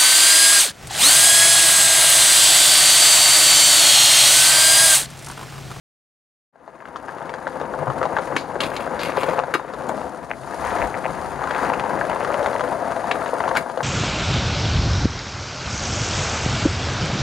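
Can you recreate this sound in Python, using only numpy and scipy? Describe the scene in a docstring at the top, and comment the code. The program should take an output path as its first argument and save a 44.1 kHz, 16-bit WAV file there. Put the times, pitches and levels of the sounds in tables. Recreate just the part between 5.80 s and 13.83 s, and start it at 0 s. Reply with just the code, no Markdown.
"""A roar of hard wheels on gritty stone paving fades in from silence, with knocks at the slab joints.
Two skateboards roll beside a high wall, one right under the microphone, one just ahead. The rider
ahead pops onto a stone ledge, scrapes along it, lands, pushes off, then pops and lands a flip trick.
Blows ring the wooden decks and metal trucks; paving and wall reflect; a gust buffets the microphone."""
import sys
import numpy as np
from scipy import signal
from scipy.fft import rfft, irfft, next_fast_len
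from scipy.io import wavfile
from scipy.ndimage import uniform_filter1d

SR = 44100
rng = np.random.default_rng(int(sys.argv[2]) if len(sys.argv) > 2 else 0)


def transcribe(signal):
    """Save signal, clipped to [-1, 1], as a 16-bit WAV file at the path in sys.argv[1]."""
    frames = np.atleast_2d(signal).T
    limited = np.clip(frames, -1, 1)
    pcm = np.round(limited * 32767).astype(np.int16)
    wavfile.write(sys.argv[1], SR, pcm)


N = 354123
TIME = np.arange(N) / SR
HIT_TIME = TIME[:8192]
FADE_START_S = 0.725

# wheel hiss spectrum: freq_hz, level_db
HISS_SPECTRUM = [(1500, -18), (3200, -1), (5000, 6.5), (7000, -2), (10000, 3.5), (15000, -12.5)]
# spectrum of a wheel on a slab edge: freq_hz, level_db
TICK_SPECTRUM = [(500, -36), (1300, -12), (2200, -8), (3000, 3), (4500, 3.5), (6500, -5.5), (10000, -15),
                 (15000, -73)]


def rolling(jolt_db=1.62, jolt_hz=24.5):
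    """Stone texture and grit shake wheels and deck; the same bumps sound in every register."""
    # register spectra: freq_hz, level_db
    rumble_spectrum = [(20, -6), (45, -8), (70, -9), (110, -11), (150, 2), (205, -1), (280, 2), (380, 1),
                       (520, -20), (900, -37.5)]
    roar_spectrum = [(250, -15), (380, -4.5), (500, 0.5), (620, 0), (780, -1), (950, -2.5), (1300, -20.5),
                     (2000, -37.5), (5000, -48)]
    clatter_spectrum = [(500, -28), (800, 1.5), (1020, 3), (1200, 0.5), (1450, 0), (1650, -5.5),
                        (2000, -12), (3000, -24), (6000, -62.5)]
    grit_spectrum = [(900, -30), (1400, -5), (1700, 6.5), (2000, 0), (2300, -4.5), (2700, -11),
                     (3500, -15.5), (4800, -13), (8000, -23)]
    # wheel howl, shifting with the stone: time_s, pitch_hz, over_roar_db
    howl_curve = [(2.2, 660, -12), (2.7, 538, -9), (3.45, 534, -6), (4.05, 534, -6.5), (4.25, 693, -1),
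                  (5.0, 700, -2), (5.8, 760, -5.5), (6.25, 670, -5), (6.48, 577, -3), (6.66, 587, 4.5),
                  (6.8, 574, 2.5), (6.97, 680, 2), (7.3, 680, 1.5)]
    time_s, howl_hz, howl_db = np.transpose(howl_curve)
    bumps = grains(per_s=700, spread_db=5)
    sand = grains(per_s=250, spread_db=-1)   # crushed under the wheels
    texture = rng.standard_normal((5, N))
    rumble = rms_one(colour(texture[0] + 0.48 * bumps, rumble_spectrum))
    roar = rms_one(colour(texture[1] + 0.49 * bumps, roar_spectrum))
    howl_drive = colour(rng.standard_normal(N), roar_spectrum)
    howl = rms_one(resonance(howl_drive, np.interp(TIME, time_s, howl_hz), width_hz=63))
    howl *= from_db(np.interp(TIME, time_s, howl_db))
    deck_drive = rng.standard_normal(N)
    hollow_mode = deck_ring(centre_hz=528, focus_db=12, damping=1.2, vary_db=1.5)
    hollow = rms_one(signal.fftconvolve(deck_drive, hollow_mode)[:N])
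    clatter = rms_one(colour(texture[2] + 0.83 * bumps, clatter_spectrum))
    grit = rms_one(colour(texture[3] + 0.91 * bumps + 1.27 * sand, grit_spectrum))
    hiss = rms_one(colour(texture[4] + 1.77 * puffs(bumps, decay_s=0.0018), HISS_SPECTRUM))
    wheels = (from_db(-0.5) * wheel_gain("rumble") * rumble
              + from_db(1) * wheel_gain("roar") * (roar + howl + from_db(-7) * hollow)
              + from_db(1.5) * wheel_gain("clatter") * clatter
              + wheel_gain("grit") * grit)
    jolts = from_db(jolt_db * wander(jolt_hz))   # uneven stone
    return jolts * wheels + from_db(5.5) * hiss_gain() * hiss


def wheel_gain(register, usual_roll_db=-30):
    """Gain of one rolling register, set by speed, load and coarseness of the paving."""
    # roll strength from speed and load: time_s, level_db
    roll_curve = [(1.0, -30), (1.95, -28), (2.25, -26.5), (2.74, -29), (2.88, -30), (3.15, -30.5),
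                  (3.47, -27), (3.7, -27.5), (3.87, -35), (4, -30), (4.13, -28.5), (4.35, -37),
                  (4.62, -39.5), (4.79, -33), (4.96, -24.5), (5.07, -30), (5.55, -33), (5.88, -25),
                  (6.23, -27.5), (6.58, -26.5), (7.55, -31), (7.75, -28), (7.87, -37), (8.03, -33)]
    # paving coarseness: time_s, over_ordinary_db
    coarseness_curve = [(1.4, 2), (2.1, -4.5), (2.45, 1), (2.7, -3.5), (3.42, 4), (3.8, 3.5), (4.15, -3),
                        (4.4, -3.5), (4.6, -2), (4.88, 8), (5.1, 1), (5.5, 0.5), (5.75, 9.5), (6.049, 0.5),
                        (6.45, 1.5), (6.95, 1.5), (7.55, 4), (8, 0.5)]
    # response by register: usual_db, db_per_roll_db, db_per_coarse_db
    responses = {"roar": (-30.5, 0.99, -0.017), "rumble": (-36, 0.66, -0.19),
                 "clatter": (-33.5, 0.76, 0.61), "grit": (-42, 0.84, 0.92), "hiss": (-53, 0.46, 0.23)}
    usual_db, per_roll, per_coarse = responses[register]
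    roll_db = np.interp(TIME, *np.transpose(roll_curve))
    coarse_db = np.interp(TIME, *np.transpose(coarseness_curve))
    return from_db(usual_db + per_roll * (roll_db - usual_roll_db) + per_coarse * coarse_db)


def hiss_gain():
    """Rolling hiss and scuffs, summed in power."""
    # wheels and soles scuffing sideways: centre_s, sigma_s, level_db
    scuffs = [(2.44, 0.027, -46), (4.2, 0.064, -51.5), (4.84, 0.18, -47), (5.4, 0.15, -51.5),
              (5.83, 0.05, -51), (7.1, 1, -50.5)]
    return np.hypot(wheel_gain("hiss"), swells(scuffs))


def joints(small_per_s=9):
    """Woody knocks, mostly wheels on slab joints; lesser ones at uneven steps scale with the roar."""
    # loudest woody knocks (slab joints, loose trucks, the pop and the ledge hit):
    # start_s, thud_hz, thud_db, clack_db, snap_db, tick_db
    knocks = [(0.7558, 640, -8, -13, -35, -32), (0.8768, 620, -6, -12, -36.5, -28),
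              (1.0028, 750, -27, -18, -24, -42.0), (1.022, 690, -16, -13, -36, -41),
              (1.0537, 640, -22, -13, -24, -46), (1.1583, 700, -14, -5, -35, -21),
              (1.1656, 740, -24, -11, -33, -22.5), (1.2824, 770, -11, -11, -28, -31),
              (1.2898, 660, -21, -9.5, -32, -36), (1.3827, 660, -27.5, -19, -26, -31),
              (1.4055, 650, -14, -16, -38, -44), (1.4163, 640, -15, -15, -39, -33),
              (1.493, 543, -14, -28, -19.5, -26.5), (1.538, 650, -15.5, -11, -23, -25),
              (1.6684, 604, -9, -5.5, -35, -40), (1.6757, 680, -14, -25, -35, -27.5),
              (1.799, 676, -17, -20, -44, -35), (1.8125, 610, -11, -15, -38, -29),
              (1.9367, 610, -15.5, -13, -44, -36), (2.0694, 724, -8.5, -17, -38, -48),
              (2.0783, 680, -13, -14, -41.5, -43), (2.1002, 664, -15, -10, -37, -29.0),
              (2.2141, 600, -10.5, -10, -40, -47.5), (2.228, 710, -10, -8, -34, -24.5),
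              (2.2367, 552, -20, -12, -39, -39.0), (2.2532, 775, -5, -15, -26, -28),
              (2.261, 636, -10.5, -30, -42.0, -47.5), (2.366, 945, -6.5, -8, -32, -25),
              (2.3715, 1000, -8, -14, -38, -33), (2.385, 800, -4, -9, -29, -21.5),
              (2.3918, 640, -12, -22, -39.5, -41), (2.524, 795, -13.5, -26, -43.5, -55.0),
              (2.5655, 560, -17, -10, -14, -15), (2.7543, 620, -14, -16, -34, -36),
              (2.7603, 567, -10.5, -27, -46.0, -47), (2.805, 580, -31, -35, -23, -9.5),
              (2.9163, 606, -18, -19.0, -50.0, -54.0), (3.0635, 546, -15, -20, -44, -42),
              (3.075, 530, -14.5, -23, -42, -46), (3.2923, 640, -12.5, -23, -28, -38),
              (3.3709, 716, -5.5, -17, -25, -37), (3.3774, 566, -9.0, -13, -23, -39),
              (3.4165, 800, -23.5, -19, -25, -33), (3.4316, 560, -9, -13, -20, -31),
              (3.4817, 510, -10, -30, -40.0, -43.0), (3.487, 583, -8, -20, -30, -29),
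              (3.5333, 600, -13.5, -21, -36.5, -39), (3.5835, 760, -8, -20, -37, -46),
              (3.5894, 573, -2.5, -4.5, -12, -20.5), (3.5971, 574, -8.5, -5, -29, -46),
              (3.6357, 780, -4.5, -12, -35.5, -27), (3.6807, 596, -10, -25, -50.5, -48.5),
              (3.795, 770, -13.5, -15, -39.5, -43.5), (3.935, 554, -15, -21, -34, -30),
              (3.847, 560, -16, -28, -44, -50), (4.0195, 545, -22, -26, -44, -40),
              (4.0924, 650, -11.5, -15.5, -34, -34), (4.1201, 661, -21, -26, -42, -48),
              (4.176, 630, -18, -22, -40, -37), (4.2142, 640, -18, -24, -34, -34),
              (4.675, 760, -21, -40, -44, -52), (4.8775, 820, -27, -20, -22, -38),
              (4.9844, 700, -16, -23, -29.5, -30), (5.302, 700, -15, -23, -42, -44),
              (5.507, 700, -26, -27, -38, -46), (5.5896, 704, -18, -21, -37, -41),
              (5.616, 720, -16, -21, -32, -39), (5.6383, 696, -21, -12.5, -38, -29),
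              (5.6736, 710, -26, -16, -32.5, -34), (5.708, 654, -12.5, -13, -19, -24.5),
              (5.7536, 705, -14, -13, -37.0, -43.0), (5.761, 840, -25, -14, -23, -31.5),
              (5.786, 700, -24, -16, -29, -40), (5.827, 695, -19, -28, -26, -43),
              (5.899, 710, -10, -13, -19, -40.5), (5.9177, 620, -12, -26, -37, -42),
              (5.936, 690, -25, -12, -15, -29), (5.9959, 710, -14.5, -13, -14, -24.5),
              (6.038, 724, -11, -26, -32, -38), (6.0585, 784, -20, -21.0, -27, -43),
              (6.133, 700, -14, -21, -40, -48), (6.173, 704, -18, -18, -33, -46),
              (6.211, 810, -11, -10, -39, -43.5), (6.2966, 760, -12.5, -19, -25, -32),
              (6.314, 715, -14, -17, -23, -37), (6.3294, 700, -16.5, -18, -24, -39),
              (6.359, 690, -13, -17, -30, -35), (6.4056, 640, -13.5, -20, -24, -44.5),
              (6.4134, 700, -22, -19, -24, -43), (6.428, 700, -13, -22, -25, -36),
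              (6.4467, 590, -14, -11.5, -24, -26), (6.502, 570, -10.5, -12, -32, -32),
              (6.5415, 820, -9.5, -25, -19, -26), (6.6272, 530, -11.5, -31, -36, -26),
              (6.6454, 576, -20, -17, -32, -37.5), (6.6593, 610, -8.5, -10, -17, -24.5),
              (6.7298, 634, -22, -19, -27, -30), (6.752, 660, -13, -22, -34, -35),
              (6.761, 770, -27, -21, -20, -41), (6.794, 670, -16, -15, -22, -29),
              (6.8071, 690, -19, -11.5, -29, -24.5), (6.8379, 614, -16, -28, -27, -38),
              (6.8764, 570, -30, -21, -35, -31), (6.9166, 696, -16, -23, -34.0, -42.5),
              (7.0742, 660, -11.5, -26, -42, -47), (7.1055, 700, -31, -20, -30, -39),
              (7.119, 710, -22, -19, -33, -37), (7.1645, 730, -11, -23, -32, -33),
              (7.2399, 670, -19, -22, -36.5, -35), (7.3141, 570, -13, -17, -15, -27),
              (7.3562, 580, -18, -16, -41, -42), (7.4183, 704, -20, -16.5, -29, -47),
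              (7.4597, 698, -19.5, -17.5, -41, -27), (7.4903, 666, -15.5, -24, -31, -37),
              (7.5318, 670, -6.5, -28, -34, -42), (7.6035, 716, -12, -12, -26, -27),
              (7.638, 695, -14, -12, -27, -40), (7.677, 690, -10, -14, -31.5, -26),
              (7.6894, 554, -16, -17, -33.0, -26), (7.7128, 720, -10, -23.0, -28.5, -39),
              (7.7519, 680, -15, -10.5, -29, -23), (7.861, 646, -16, -22, -42, -46),
              (7.897, 664, -18, -17, -38, -34), (7.973, 600, -13, -23, -41, -27.5),
              (8.0043, 670, -14, -14, -37, -35)]
    out, roar_gain = np.zeros(N), wheel_gain("roar")
    for start_s, *knock in knocks:
        add(out, start_s, joint_knock(*knock))
    step_s = 1 / small_per_s
    for slot_s in np.arange(FADE_START_S, TIME[-1] - step_s, step_s):
        start_s = slot_s + rng.random() * step_s
        gain = roar_gain[int(start_s * SR)] * from_db(rng.normal(0, 0.5))
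        knock = joint_knock(rng.uniform(515, 980), thud_db=5.5, clack_db=0, snap_db=-24, tick_db=-17)
        add(out, start_s, gain * knock)
    return out


def joint_knock(thud_hz, thud_db, clack_db, snap_db, tick_db):
    """One touch: slab edge ticks, truck snaps, deck clacks, wheel thuds; the second wheel follows."""
    force = contact()
    thud = peak_one(butter(force, [thud_hz / 1.371, thud_hz * 1.371], "band", order=3))
    ring = peak_one(deck_ring(thud_hz, focus_db=8.5, damping=0.86, vary_db=4.5))
    clack = peak_one(butter(force, (1028, 1616), "band", order=3))
    snap = peak_one(butter(force, (1900, 2790), "band", order=3))
    tick = peak_one(colour(burst(decay_s=0.0027) * (1 - np.exp(-HIT_TIME / 0.0014)), TICK_SPECTRUM))
    knock = (from_db(thud_db) * (thud + from_db(-7.5) * ring) + from_db(clack_db) * clack
             + from_db(snap_db) * snap + from_db(tick_db + 2.5) * tick)
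    lag_s = rng.uniform(0.00399, 0.009)
    second_wheel = np.pad(knock, (int(lag_s * SR), 0))[:len(knock)]
    return knock + from_db(-9.5) * second_wheel


def contact(decay_s=0.0006):
    """Force of one hard, gritty touch."""
    return burst(decay_s) * HIT_TIME + 1e-18


def slaps(attack_s=0.00057):
    """Wood meets stone: a dense crack or hissy scuff, a woody bark, the ring of deck and trucks."""
    # pops, landings, sharp clicks and hissy scuffs of the board on stone:
    # start_s, level_db, decay_s, wood_hz, highpass_hz, lowpass_hz
    touches = [(2.564, -11, 0.0052, 2620, 200, 6300), (2.58, -23.5, 0.026, 4500, 900, 7200),
               (2.609, -39, 0.0073, 6900, 4000, 9000), (2.8034, -18.5, 0.01, 2880, 150, 7650),
               (2.834, -21.5, 0.013, 3470, 300, 7000), (2.964, -23, 0.0051, 3420, 200, 8000),
               (3.191, -27, 0.057, 4100, 1500, 5530), (3.258, -27, 0.0027, 2980, 600, 9000),
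               (3.3685, -31, 0.003, 4200, 1500, 7000), (3.4325, -24, 0.0021, 2970, 900, 7000),
               (4.089, -32, 0.0049, 6840, 4000, 12000), (3.7391, -10.5, 0.0065, 1510, 200, 10000),
               (3.748, -9.5, 0.0084, 1140, 200, 3220), (7.3123, -18, 0.005, 2150, 900, 5250),
               (7.7623, -18.5, 0.01, 1520, 600, 4550), (7.7692, -13.5, 0.0077, 1960, 550, 10700)]
    # contact noise spectrum: freq_hz, level_db
    slap_spectrum = [(60, -21), (170, -1), (300, 10), (500, 3.5), (800, 0.5), (1500, 1), (2700, -9.5),
                     (3500, -8), (4600, -5.5), (6500, -14), (10000, -9.5), (16000, -2)]
    out, attack = np.zeros(N), 1 - np.exp(-HIT_TIME / attack_s)
    for start_s, level_db, decay_s, wood_hz, highpass_hz, lowpass_hz in touches:
        force = attack * (np.exp(-HIT_TIME / decay_s) + 0.047 * np.exp(-HIT_TIME / 0.042))
        noise = colour(rng.standard_normal(len(HIT_TIME)) * force, slap_spectrum)
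        bark = butter(noise, [wood_hz / 1.1, wood_hz * 1.22], "band", order=1)
        slap = butter(noise + 1.66 * bark, lowpass_hz, "low")
        slap = butter(slap, highpass_hz, "high", order=1)
        slap /= np.std(slap[HIT_TIME < 0.01])
        ring = deck_ring(wood_hz, focus_db=5, damping=1.2, vary_db=2)
        add(out, start_s, from_db(level_db) * (slap + 0.39 * ring + from_db(-3.5) * truck_ring()))
    return out


def deck_ring(centre_hz, focus_db, damping, vary_db):
    """One blow on the deck; modes weaken by focus_db per octave from centre_hz."""
    # modes of the deck with its trucks: freq_hz, level_db, t60_s
    deck_modes = [(151, 0.5, 0.15), (276, -11, 0.15), (413, -9.5, 0.04), (524.4, -3.5, 0.11),
                  (688, -4, 0.063), (897, -1, 0.072), (1089, 2.5, 0.055), (1160, 0, 0.026),
                  (1364, 2, 0.033), (1456, 6, 0.026), (1500, 5, 0.025), (1890, -21, 0.051),
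                  (2247, -7.5, 0.051)]
    hz, db, t60_s = np.transpose(deck_modes)[:, :, None]
    hz = hz * (1 + 0.01 * rng.standard_normal(hz.shape))   # rider's weight shifts the modes
    focused_db = db - focus_db * np.abs(np.log2(hz / centre_hz))
    return ring_modes(hz, focused_db, t60_s / damping, vary_db)


def truck_ring():
    """The metal trucks ring after a hard slap."""
    # truck modes: freq_hz, level_db, t60_s
    truck_modes = [(2260, -4, 0.091), (2790, -10, 0.054), (3275, -16.5, 0.057), (3690, -33, 0.42),
                   (3840, -10, .06), (4520, -11, 0.038), (5010, -16, 0.086)]
    return ring_modes(*np.transpose(truck_modes)[:, :, None], vary_db=2)


def ledge_slide(attack_s=0.0092, release_s=0.044):
    """The board sticks and slips along the ledge in uneven clumps that set the stone ringing."""
    # sliding contacts: start_s, length_s, level_db
    slides = [(2.801, 0.048, -33), (2.936, 0.084, -43), (3.201, 0.062, -35.5), (3.358, 0.08, -35.5),
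              (3.48, 0.025, -43)]
    # scrape spectrum: freq_hz, level_db
    scrape_spectrum = [(400, 6), (1000, 1), (2000, -3.5), (2800, -4), (3500, -6), (4500, -13), (5500, -18),
                       (8000, -10.5), (15000, -6)]
    # ledge resonances: freq_hz, width_hz, level_db
    ledge_modes = [(1160, 87, 4), (1390, 81, -3), (2160, 80, 3), (2400, 70, 3), (2710, 110, -0.5),
                   (3320, 200, -6), (4080, 150, -1), (4600, 150, -7), (4950, 170, 8)]
    envelope = np.zeros(N)
    for start_s, length_s, level_db in slides:
        attack = np.clip((TIME - start_s) / attack_s, 0, 1)
        release = np.exp(-np.maximum(TIME - start_s - length_s, 0) / release_s)
        envelope += from_db(level_db) * attack * release
    clumps = from_db(4 * wander(top_hz=130))
    slips = grains(per_s=500, spread_db=2) * clumps
    scrape = colour(puffs(slips, decay_s=0.0003), scrape_spectrum)
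    rings = sum(from_db(db) * butter(scrape, [hz - width_hz / 2, hz + width_hz / 2], "band", order=1)
                for hz, width_hz, db in ledge_modes)
    return from_db(7.5) * envelope * rms_one(scrape + 2.6 * rings)


def flexes(thud_lag_s=0.00085):
    """The deck gives with a dry crack and a short ring; its slower bending wave arrives as a thud."""
    # feet shifting, pushing and popping: start_s, pitch_hz, crack_db, thud_db
    cracks = [(4.5050, 1680, -20, -19), (4.5135, 1900, -8.5, -16.5), (4.5348, 1690, -22, -28),
              (5.0106, 1620, -21, -26), (5.0176, 1780, -10, -18), (5.0250, 1900, -12.5, -13),
              (5.1422, 1720, -13.5, -19), (5.1496, 1670, -16, -30), (5.2392, 1660, -30, -23),
              (5.2465, 1820, -16, -27), (5.2542, 1890, -14.5, -9), (5.2620, 1860, -13, -13),
              (7.3124, 2070, -7, -16)]
    out, impulse = np.zeros(N), signal.unit_impulse(len(HIT_TIME)) + 1e-18
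    thud = peak_one(butter(impulse, (520, 920), "band", order=3))
    for start_s, pitch_hz, crack_db, thud_db in cracks:
        crack = peak_one(butter(impulse, [pitch_hz / 1.39, pitch_hz * 1.39], "band", order=4))
        ring = peak_one(deck_ring(pitch_hz, focus_db=2.5, damping=2, vary_db=-4))
        add(out, start_s, from_db(crack_db) * (crack + from_db(-12.5) * ring))
        add(out, start_s + thud_lag_s, from_db(thud_db) * thud)
    return out


def rattles(count=200):
    """Small dry truck clacks, each with a crumb of stone cracking; louder on rough ground."""
    out, grit_gain = np.zeros(N), wheel_gain("grit")
    for start_s in rng.uniform(FADE_START_S, TIME[-1], size=count):
        force = contact()
        band_hz = np.array([1100, 2150]) * rng.uniform(0.85, 1.15)
        clack = peak_one(butter(force, band_hz, "band", order=3))
        crumb = peak_one(colour(burst(decay_s=0.0056), TICK_SPECTRUM))
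        gain = grit_gain[int(start_s * SR)] * from_db(rng.normal(11.5, 4))
        add(out, start_s, gain * (clack + 0.25 * crumb))
    return out


def drones():
    """The wheels drone in brief low swells, each an unsteady tone."""
    # drone swells: centre_s, sigma_s, pitch_hz, level_db
    tones = [(2.02, 0.027, 152, -26), (2.093, 0.015, 134, -19.5), (2.215, 0.011, 130.8, -28),
             (2.55, 0.043, 151, -30), (3.492, 0.02, 170.4, -29), (4.138, 0.064, 242, -33.5),
             (4.625, 0.045, 133.6, -36), (5.317, 0.067, 159.5, -33), (5.603, 0.07, 144.3, -36)]
    out = np.zeros(N)
    for centre_s, sigma_s, pitch_hz, level_db in tones:
        hz = pitch_hz * (1 + 0.0894 * wander(top_hz=33.2))
        out += swells([(centre_s, sigma_s, level_db)]) * np.sin(2 * np.pi * np.cumsum(hz) / SR)
    return out


def reflections(x, delay_s, decay_s):
    """A short spray of reflections off stone, different on each side."""
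    age_s = HIT_TIME - delay_s
    spray = rng.standard_normal((2, len(age_s))) * (age_s > 0) * np.exp(-np.abs(age_s) / decay_s)
    spray /= np.sqrt(np.sum(spray ** 2, axis=1, keepdims=True))
    return signal.fftconvolve(x[None], spray, axes=1)[:, :N]


def far_hiss():
    """Wheel hiss returns off the stone from all sides."""
    treble = butter(rng.standard_normal((2, N)), 5000, "high")
    return from_db(-3) * hiss_gain() * rms_one(colour(treble, HISS_SPECTRUM))


def wind():
    """A gust rumbles on each microphone port separately."""
    # gust swells: centre_s, sigma_s, level_db
    gusts = [(4.87, 0.032, -43), (5.03, 0.032, -37), (5.2, 0.56, -46.5), (5.49, 0.017, -48)]
    # buffeting spectrum: freq_hz, level_db
    buffet_spectrum = [(15, -21), (45, 10.5), (75, 8.5), (130, -5), (300, -26)]
    return from_db(5) * swells(gusts) * rms_one(colour(rng.standard_normal((2, N)), buffet_spectrum))


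def ring_modes(hz, db, t60_s, vary_db):
    """Decaying sines, each with random strength and sign."""
    envelopes = from_db(db + vary_db * rng.standard_normal(hz.shape) - 60 * HIT_TIME / t60_s)
    return np.sum(rng.choice([-1, 1], hz.shape) * envelopes * np.sin(2 * np.pi * hz * HIT_TIME), axis=0)


def grains(per_s, spread_db):
    """Random tiny impacts of uneven size; rms 1."""
    sizes = from_db(spread_db * np.minimum(rng.exponential(1, N), 4))
    return rms_one(sizes * rng.choice([-1, 1], N) * (rng.random(N) < per_s / SR))


def puffs(bumps, decay_s):
    """Each bump scuffs up a short puff of noise; rms 1."""
    energy = signal.lfilter([1], [1, -np.exp(-1 / (decay_s * SR))], bumps ** 2)
    return rms_one(np.sqrt(energy + 1e-9) * rng.standard_normal(N))


def burst(decay_s):
    """Decaying white noise."""
    return rng.standard_normal(len(HIT_TIME)) * np.exp(-HIT_TIME / decay_s)


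def wander(top_hz):
    """Low-passed noise; rms 1."""
    return rms_one(butter(rng.standard_normal(N), top_hz, "low"))


def swells(rows):
    """Summed gain of bell-shaped swells."""
    return sum(from_db(db) * np.exp(-0.5 * ((TIME - centre_s) / sigma_s) ** 2)
               for centre_s, sigma_s, db in rows)


def resonance(x, hz, width_hz, block=128):
    """Resonator whose centre follows a curve, block by block."""
    out, state = np.zeros(N), np.zeros(2)
    radius = np.exp(-np.pi * width_hz / SR)
    zeros = [1 - radius, 0, radius - 1]
    for i in range(0, N, block):
        poles = [1, -2 * radius * np.cos(2 * np.pi * hz[i] / SR), radius * radius]
        out[i:i + block], state = signal.lfilter(zeros, poles, x[i:i + block], zi=state)
    return out


def colour(x, spectrum, power=1):
    """Minimum-phase filter through (freq_hz, level_db) points; power scales the dB."""
    count = x.shape[-1]
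    size = 2 * next_fast_len(count // 2 + 2048)
    hz, db = np.transpose(spectrum)
    bin_hz = np.arange(size // 2 + 1) * SR / size
    gain = from_db(power * np.interp(np.log(bin_hz + 1), np.log(hz), db))
    cepstrum = irfft(np.log(gain))
    cepstrum[1:size // 2] *= 2
    cepstrum[size // 2 + 1:] = 0
    return irfft(rfft(x, size) * np.exp(rfft(cepstrum)))[..., :count]


def butter(x, hz, kind, order=2):
    """Butterworth filter."""
    sections = signal.butter(order, np.clip(hz, 10, 0.45 * SR), kind, fs=SR, output="sos")
    return signal.sosfilt(sections, x)


def add(track, start_s, sound):
    """Mix a short sound into a track."""
    start = int(start_s * SR)
    track[start:start + len(sound)] += sound[:N - start]


def from_db(db):
    """Decibels to gain."""
    return 10 ** (np.asarray(db) / 20)


def rms_one(x):
    """Scale to unit rms."""
    return x / np.sqrt(np.mean(x ** 2) + 1e-20)


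def peak_one(x):
    """Scale to unit peak."""
    return x / np.abs(x).max()


def limiter(x, limit_db=-11.5, recovery_db_per_s=12.5, window_s=0.0055):
    """Gain drops at once when the louder side passes the limit, then creeps back."""
    size = int(window_s * SR)
    power = uniform_filter1d(np.max(x ** 2, axis=0), size)
    excess_db = np.maximum(10 * np.log10(np.abs(power) + 1e-12) - limit_db, 0)
    recovered_db = recovery_db_per_s * TIME
    duck_db = np.maximum.accumulate(excess_db + recovered_db) - recovered_db
    return x * from_db(-uniform_filter1d(duck_db, size // 2))


def scene():
    """Both boards, near reflections off the paving, later ones off the wall, and wind; stereo."""
    # share scattered by the paving: freq_hz, level_db
    scatter_spectrum = [(60, -8), (200, -14), (1400, -15), (3000, -11), (7000, -6), (14000, -5)]
    # channel balance: freq_hz, left_over_right_db
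    balance = [(60, 5), (200, 9.5), (700, 8.5), (1300, 7), (2400, 5), (4400, 1.5), (7000, 0.5),
               (9500, 11.5), (12000, 9), (14000, -3)]
    tricks = slaps() + ledge_slide()
    boards = rolling() + joints() + flexes() + rattles() + drones() + tricks
    paving = reflections(colour(boards, scatter_spectrum), delay_s=0.001, decay_s=0.016)
    wall = from_db(-27) * reflections(tricks, delay_s=0.0054, decay_s=0.041)
    left, right = from_db(-2) * (boards + paving + wall + far_hiss())
    return np.array([colour(left, balance, power=0.49), colour(right, balance, power=-0.51)]) + wind()


def record(dry):
    """Treble ripple of the housing, bass cut, limiter, rounded peaks, fade-in, steep top cut."""
    # microphone housing response: freq_hz, gain_db
    housing_response = [(3000, -0.5), (4900, -6), (5400, -10.5), (5750, -4), (6150, -8), (6400, 0),
                        (7200, -2), (7750, -8), (8300, -5.5), (9900, -7), (11500, -9), (13300, -15.5),
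                        (14700, -13), (16000, -31)]
    highpass_hz, lowpass_hz, ceiling, fade_s = 55, 15700, 0.8, 1.77
    filtered = butter(colour(dry, housing_response), highpass_hz, "high", order=3)
    rounded = ceiling * np.tanh(limiter(filtered) / ceiling)
    fade = np.clip((TIME - FADE_START_S) / fade_s, 0, 1) ** 0.86
    return signal.sosfilt(signal.ellip(10, 0.1, 90, lowpass_hz, fs=SR, output="sos"), rounded * fade)


dry = scene()
out = record(dry)
transcribe(out)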